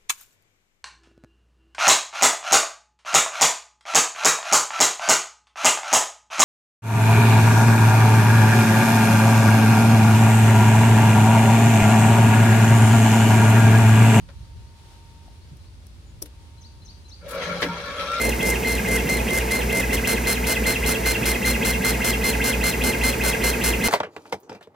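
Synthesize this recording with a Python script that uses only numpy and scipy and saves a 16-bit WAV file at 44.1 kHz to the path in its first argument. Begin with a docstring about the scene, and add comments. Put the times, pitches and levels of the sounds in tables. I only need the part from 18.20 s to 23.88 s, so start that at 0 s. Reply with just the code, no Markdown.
"""A stepper motor whines in quick strokes over a throbbing fan: a laser engraver rastering a rubber puck,
heard close up on a stereo microphone just above the bed. At each turn the motor glides down and up again,
ringing the gantry, while belt and rollers rumble in the cabinet. The exhaust fan beats against the air
pump, assist air hisses from the nozzle, and the rubber sizzles wherever the beam fires:
in broken bursts over lettering, then, after an abrupt cut, in even ones over a solid area."""
import sys
import numpy as np
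from scipy import signal
from scipy.fft import rfft, irfft
from scipy.io import wavfile

SR = 44100
rng = np.random.default_rng(int(sys.argv[2]) if len(sys.argv) > 2 else 0)


def output_pcm(signal):
    """Save a mono or channel-first signal as 16-bit PCM at the path in sys.argv[1].

    Samples are clipped to [-1, 1] before scaling.
    """
    pcm = np.clip(np.atleast_2d(signal).T, -1, 1) * 32767
    wavfile.write(sys.argv[1], SR, np.round(pcm).astype(np.int16))


N = 250488
TIME = np.arange(N) / SR
FREQS = np.fft.rfftfreq(N, 1 / SR)

# gantry resonances: pitch_hz, width_hz, level_db
GANTRY_MODES = [(1633, 34, 2.5), (2130, 28, 2.5), (2049, 38, 1), (2517, 101, -2), (2717, 34, -1),
                (3170, 150, -11)]
# how hard the drive works as lettering gives way to the solid area: time_s, gantry_db, belt_db
DRIVE_EFFORT = [(1.6, -21.5, -29.5), (1.8, -20, -30)]
# full-speed runs over the lettering, out and back in turn: start_s, end_s, sizzle_db for each of 3 marks
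LETTER_STROKES = [(-.01, .1, 2, -0.5, 0.5), (.225, .335, 3.5, .5, 7), (.452, .56, 2, -2.5, -2),
                  (.682, .772, 0, -1, -3), (.893, .978, 2, -1, -1), (1.102, 1.188, 6.5, -1.5, 2),
                  (1.313, 1.398, -1, -4.5, 1.5), (1.522, 1.607, -3, 0.5, 0)]
SHORT_STROKE_S = (1.729, 1.757)  # brief full-speed run at the cut from lettering to solid area
RAMP_S = .061  # from rest to full speed


def undb(db):
    """Decibels to gain."""
    return 10 ** (np.asarray(db) / 20)


def unit(x):
    """Scale to rms 1."""
    return x / np.sqrt(np.mean(x ** 2))


def curve(points):
    """Gain at every frequency from points of freq_hz, level_db."""
    hz, db = np.transpose(points)
    return undb(np.interp(np.log(FREQS + 1), np.log(hz), db))


def resonances(modes):
    """Complex response of damped modes, each given as pitch_hz, width_hz, level_db."""
    return sum(undb(db) * 1j * FREQS * width / (hz ** 2 - FREQS ** 2 + 1j * FREQS * width)
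               for hz, width, db in modes)


def through(x, response):
    """Filter by a frequency response."""
    return irfft(rfft(x) * response, N)


def walk(rate_hz):
    """Smooth random wander of spread 1."""
    return unit(through(rng.standard_normal(N), np.exp(-(FREQS / rate_hz) ** 2)))


def wide_noise(response):
    """Coloured noise at the microphone's two ports: alike in the bass, less so in the treble."""
    # likeness of the ports: freq_hz, coherence (0-1)
    port_coherence = [(100, 1), (150, .92), (290, .7), (640, .15), (1410, .7), (3100, .88), (6800, .2),
                      (15000, .15)]
    # phase by which the left port leads: freq_hz, lead_rad
    port_lead = [(100, 0), (200, -.15), (430, -.9), (640, 0), (860, 2), (1290, 1.7), (1550, 0), (3900, 0),
                 (5400, -.9), (12000, -1.4)]
    # balance of the ports: freq_hz, left_minus_right_db
    port_balance = [(150, 0), (380, -2), (700, -4), (1290, .5), (2380, -1.5), (4400, 0)]
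    sides = np.array([[.5], [-.5]])
    lead = np.interp(FREQS, *np.transpose(port_lead))
    shared = through(rng.standard_normal(N), np.exp(1j * lead * sides))
    likeness = np.sqrt(np.clip(np.interp(FREQS, *np.transpose(port_coherence)), 0, 1))
    separate = through(rng.standard_normal((2, N)), np.sqrt(1 - likeness))
    pair = through(shared, np.sqrt(likeness)) + separate
    return unit(through(pair, response * curve(port_balance) ** sides))


def enclosure(x, t60_s, wet_db):
    """Direct sound plus the short dense echo of the metal housing."""
    t = TIME[:SR // 2]
    tail = rng.standard_normal((2, len(t))) * undb(-60 * t / t60_s) * (t > .002)
    tail /= np.sqrt(np.sum(tail ** 2, axis=1, keepdims=True))
    return x + undb(wet_db) * signal.fftconvolve(np.atleast_2d(x), tail, axes=1)[:, :N]


def fill_lines(first_s=1.871, turn_s=.122, count=20):
    """Full-speed runs over the solid area, a turn between each and the next: start_s, end_s."""
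    # the area widens a little in its second half: line_number, full_speed_s
    line_lengths = [(8, .075), (16, .0785)]
    cruise = np.interp(np.arange(count), *np.transpose(line_lengths))
    end = first_s + np.cumsum(cruise + turn_s) - turn_s
    return np.column_stack([end - cruise, end])


def strokes():
    """Every full-speed run in order, as four arrays: start_s, end_s, lower_octave_db, step_db."""
    # motor whine over the lettering, outward then back: lower_octave_db, step_db
    letter_whine = [(-27.5, -38.5), (-28, -48)]
    # motor whine over the solid area, outward then back: lower_octave_db, step_db
    fill_whine = [(-28, -33.5), (-31.5, -36.5)]
    spans = [(*row[:2], letter_whine) for row in [*LETTER_STROKES, SHORT_STROKE_S]]
    spans += [(*line, fill_whine) for line in fill_lines()]
    return np.transpose([(start, end, *whine[k % 2]) for k, (start, end, whine) in enumerate(spans)])


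def motion():
    """Speed of the head (0-1), its place across the run (-1 to 1) and stroke number (even is outward)."""
    start, end = strokes()[:2]
    stroke = np.searchsorted((end[:-1] + start[1:]) / 2, TIME)
    off_cruise = np.maximum(start[stroke] - TIME, TIME - end[stroke])
    speed = np.clip(1 - off_cruise / RAMP_S, 0, 1)
    progress = np.clip((2 * TIME - (start + end)[stroke]) / (end - start)[stroke], -1, 1)
    return speed, progress * (-1) ** stroke, stroke


def stepper(speed, place, stroke, top_step_hz=4173):
    """The step tone sweeps the gantry's modes on each ramp; at full speed its lower octave sings too."""
    start, end, octave_db, step_db = strokes()[:, stroke]
    effort_s, gantry_db, _ = np.transpose(DRIVE_EFFORT)
    # the rotor hunts around its commanded speed on the ramps and locks in at full speed
    hunting_rad = .1 + np.interp(TIME, effort_s, [2.3, 1.6]) * np.sqrt(speed * (1 - speed))
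    phase = 2 * np.pi * np.cumsum(top_step_hz * speed) / SR + hunting_rad * walk(170)
    tone = np.sqrt(2) * np.sin(phase)
    # on a ramp the springy belt delivers the torque in surges, hardest when braking
    surge_period_s, surge_lag_s = .0101, .014
    surge_db = 2.8 * np.cos(2 * np.pi * ((1 - speed) * RAMP_S - surge_lag_s) / surge_period_s)
    braking_db = 2.8 * (TIME > end)
    pull_db = (TIME < start) * np.where(stroke % 2, 3, -1)  # pulling away is louder on the way back
    drive = undb(np.interp(TIME, effort_s, gantry_db) + surge_db + braking_db + pull_db + 1.9 * walk(54))
    radiation = curve([(1200, 1), (2000, 1), (2500, -1), (2750, 2), (3300, -5.5), (3800, -7.5),
                       (4200, -24)])
    sweep = through(tone * speed * drive, resonances(GANTRY_MODES) * radiation)
    # the whine snaps in as the rotor locks and droops into the turn
    locked = np.clip((TIME - start + .0083) / .0057, 0, 1) * np.exp(-np.maximum(TIME - end, 0) / .0088)
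    # it is stronger from one end of the rail and sags late in each outward stroke
    rail_db = 2.5 - 1.4 * place
    sag_db = -8 * np.exp(-((place - .72) / .24) ** 2) * (stroke % 2 == 0)
    rasp = undb(.8 * walk(450) + .7 * walk(60))
    octave_phase = phase / 2 + .07 * walk(250)
    lower_octave = np.sqrt(2) * np.sin(octave_phase) * locked * rasp * undb(octave_db + rail_db + sag_db)
    step = tone * speed ** 13 * rasp * undb(step_db + walk(70))
    overtone = np.sin(5 * octave_phase) * locked * undb(-51)
    whine = enclosure(lower_octave + step + overtone, t60_s=.2, wet_db=-11)
    return enclosure(sweep, t60_s=.14, wet_db=-2) + whine


def carriage(speed, stroke, frame_hz=205):
    """Belt and rollers shake the cabinet and the gantry; each pull-away jolts the frame."""
    # cabinet resonances: pitch_hz, width_hz, level_db
    cabinet_modes = [(190.3, 16, -0.5), (228.5, 49, 4), (243, 21, -0.5), (338.4, 11, -1), (368, 20, 0.5),
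                     (404.5, 20, -8), (448.5, 45, 0), (500, 14.4, -1), (541, 21, -7.5), (652, 13, -1.5),
                     (849, 16, 0.5), (926, 8.3, -11.5)]
    cabinet = resonances(cabinet_modes)
    effort_s, _, belt_db = np.transpose(DRIVE_EFFORT)
    idle = wide_noise(cabinet * curve([(90, -20), (160, 0), (500, -2.5), (900, 2), (1500, -19)]))
    belt_colour = curve([(90, -37), (200, 2), (500, 4.5), (1000, -2.5), (1500, -17), (3000, -16)])
    belt = wide_noise((np.abs(cabinet) + .13) * belt_colour)
    belt *= undb(np.interp(TIME, effort_s, belt_db) + 2 * walk(18))
    roller_colour = curve([(900, -23), (1500, 2), (3200, -1.5), (4500, -10)])
    rollers = wide_noise(resonances(GANTRY_MODES) * roller_colour)
    pulling = np.gradient(speed) * SR * RAMP_S > .5
    jolt = pulling * np.sin(np.pi * speed) ** 2 * undb(np.where(stroke % 2, -27.5, -28.5))
    thud = np.sqrt(2) * np.sin(2 * np.pi * frame_hz * TIME + 1.6 * walk(35)) * undb(1.4 * walk(5.3))
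    # a brief low bump sounds at the abrupt cut from lettering to solid area
    bump = wide_noise(resonances([(85, 76, 0)]) ** 2) * undb(-34) * np.exp(-((TIME - 1.765) / .024) ** 2)
    return idle * undb(-30.5) + belt * speed ** 3.3 + rollers * undb(-37) * speed + thud * jolt + bump


def blowers(fan_hz=55.53, pump_hz=59.97, mains_hz=60, first_lull_s=.205):
    """Exhaust fan and air pump run a few hertz apart and throb, over mains hum and rushing air."""
    # exhaust fan tones: shaft_multiple, level_db
    fan_tones = [(1, -32.5), (4, -44), (8, -36.5)]
    # spectrum of the moving air: freq_hz, level_db
    air_spectrum = [(30, -23), (48, -3), (80, -1.5), (97, -11), (140, -5), (300, -6.5), (480, -2.5),
                    (620, -20.5), (900, -9.5), (1220, -16.5), (1630, -17.5), (2000, -11.5), (2600, -14.5),
                    (3600, -27.5), (10000, -26.5), (16000, -40)]
    # at the abrupt cut from lettering to solid area the throb jumps and the fan's hum resumes slightly lower
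    jump_beats, drop_hz = .44, .12
    after_cut = np.interp(TIME, SHORT_STROKE_S, [0, 1])
    rad_per_hz = 2 * np.pi * (TIME - first_lull_s)
    shaft_phase = fan_hz * rad_per_hz - 2 * np.pi * drop_hz * np.cumsum(after_cut) / SR + .07 * walk(3)
    pump_phase = pump_hz * rad_per_hz - 2 * np.pi * jump_beats * after_cut + .1 * walk(3)
    fan = sum(undb(db) * np.sin(k * shaft_phase) for k, db in fan_tones)
    pump = -undb(-30.5) * np.sin(pump_phase)
    hum = undb(-38) * np.sin(2 * mains_hz * rad_per_hz)
    air = wide_noise(curve(air_spectrum)) * undb(-29.5 + .77 * walk(4))
    return np.sqrt(2) * (fan + pump + hum) + air


def nozzle():
    """Assist air leaves the nozzle in a steady bright hiss."""
    colour = curve([(2500, -5.5), (4600, -2), (5900, 1.5), (8000, -2.5), (10700, -2.5), (11700, 2),
                    (12700, -3), (13600, -1.5), (14300, 3.5), (16000, -13)])
    return wide_noise(colour) * undb(-36.5)


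def burns():
    """Every firing of the beam: start_s, end_s, sizzle_db, jet_db."""
    # thin line, letters, thin line, in travel time from the outer end of the run: near_s, far_s, jet_db
    marks = [(.003, 0.0085, -10), (.026, .069, -6), (.073, 0.087, -1)]
    rows = [(*SHORT_STROKE_S, 1, 1.5)]
    for k, (start, end, *sizzles) in enumerate(LETTER_STROKES):
        for (near, far, jet_db), sizzle_db in zip(marks, sizzles):
            # outward strokes meet the marks in reverse order
            span = (start + near, start + far) if k % 2 else (end - far, end - near)
            rows.append((*span, sizzle_db, jet_db))
    # on a filled line the beam lights just after the head reaches full speed and goes out before it brakes
    return rows + [(start + .0023, end - .0083, 1.5, 1.9) for start, end in fill_lines()]


def beam():
    """Rubber flashes to vapour in dense tiny pops, with a broader rush where a solid area burns."""
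    # spectrum of the popping rubber: freq_hz, level_db
    sizzle_spectrum = [(2500, -17), (4200, -14), (5300, -1), (6300, 0), (7400, -2), (8800, 3.5), (11200, 2),
                       (12500, -1), (16000, -10)]
    # spectrum of the vapour jet: freq_hz, level_db
    jet_spectrum = [(500, -28), (900, 3.5), (1250, 1.5), (1550, 6.5), (1850, -2.5), (2400, 1.5), (3200, 0),
                    (3900, -8), (5000, -1.5), (7000, -3.5), (10000, -3.5), (13000, -2), (16000, -11)]
    sizzle_gain, jet_gain = np.zeros((2, N))
    for start, end, sizzle_db, jet_db in burns():
        firing = np.clip(np.minimum(TIME - start, end - TIME) / .0006 + .5, 0, 1)
        sizzle_gain += firing * undb(sizzle_db)
        jet_gain += firing * undb(jet_db)
    # fine detail makes the plume sputter; a solid area burns more evenly
    sputter_db = np.interp(jet_gain, [.25, 1], [6, 3.2])
    spit_db = .76 * np.clip(walk(500) - 1.6, 0, 1)  # now and then a crumb of rubber spits
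    sputter = undb(sputter_db * np.tanh(walk(360)) + spit_db)
    pops = unit(rng.standard_normal(N) * undb(1.8 * rng.exponential(size=N)))
    # the plume is off centre, so it reaches the right port first, with its own turbulence at each
    lag_samples = .96
    pops = through(pops, np.exp(1j * np.pi * FREQS * lag_samples / SR * np.array([[-1], [1]])))
    turbulence = .5 * rng.standard_normal((2, N))
    sizzle = unit(through(pops + turbulence, curve(sizzle_spectrum))) * sizzle_gain * undb(-30.5)
    jet = wide_noise(curve(jet_spectrum)) * jet_gain * undb(-28)
    return enclosure((sizzle + jet) * sputter, t60_s=.18, wet_db=-7)


def scene():
    """The moving head, the beam and the air supply, from just above the bed."""
    speed, place, stroke = motion()
    return stepper(speed, place, stroke) + carriage(speed, stroke) + beam() + blowers() + nozzle()


def record(dry):
    """The recorder cuts the bass below 41 Hz and the top above 16.1 kHz."""
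    bass_cut = signal.butter(6, 41, "high", fs=SR, output="sos")
    top_cut = signal.ellip(10, .2, 80, 16100, fs=SR, output="sos")
    return signal.sosfilt(top_cut, signal.sosfilt(bass_cut, dry))


dry = scene()
out = record(dry)
output_pcm(out)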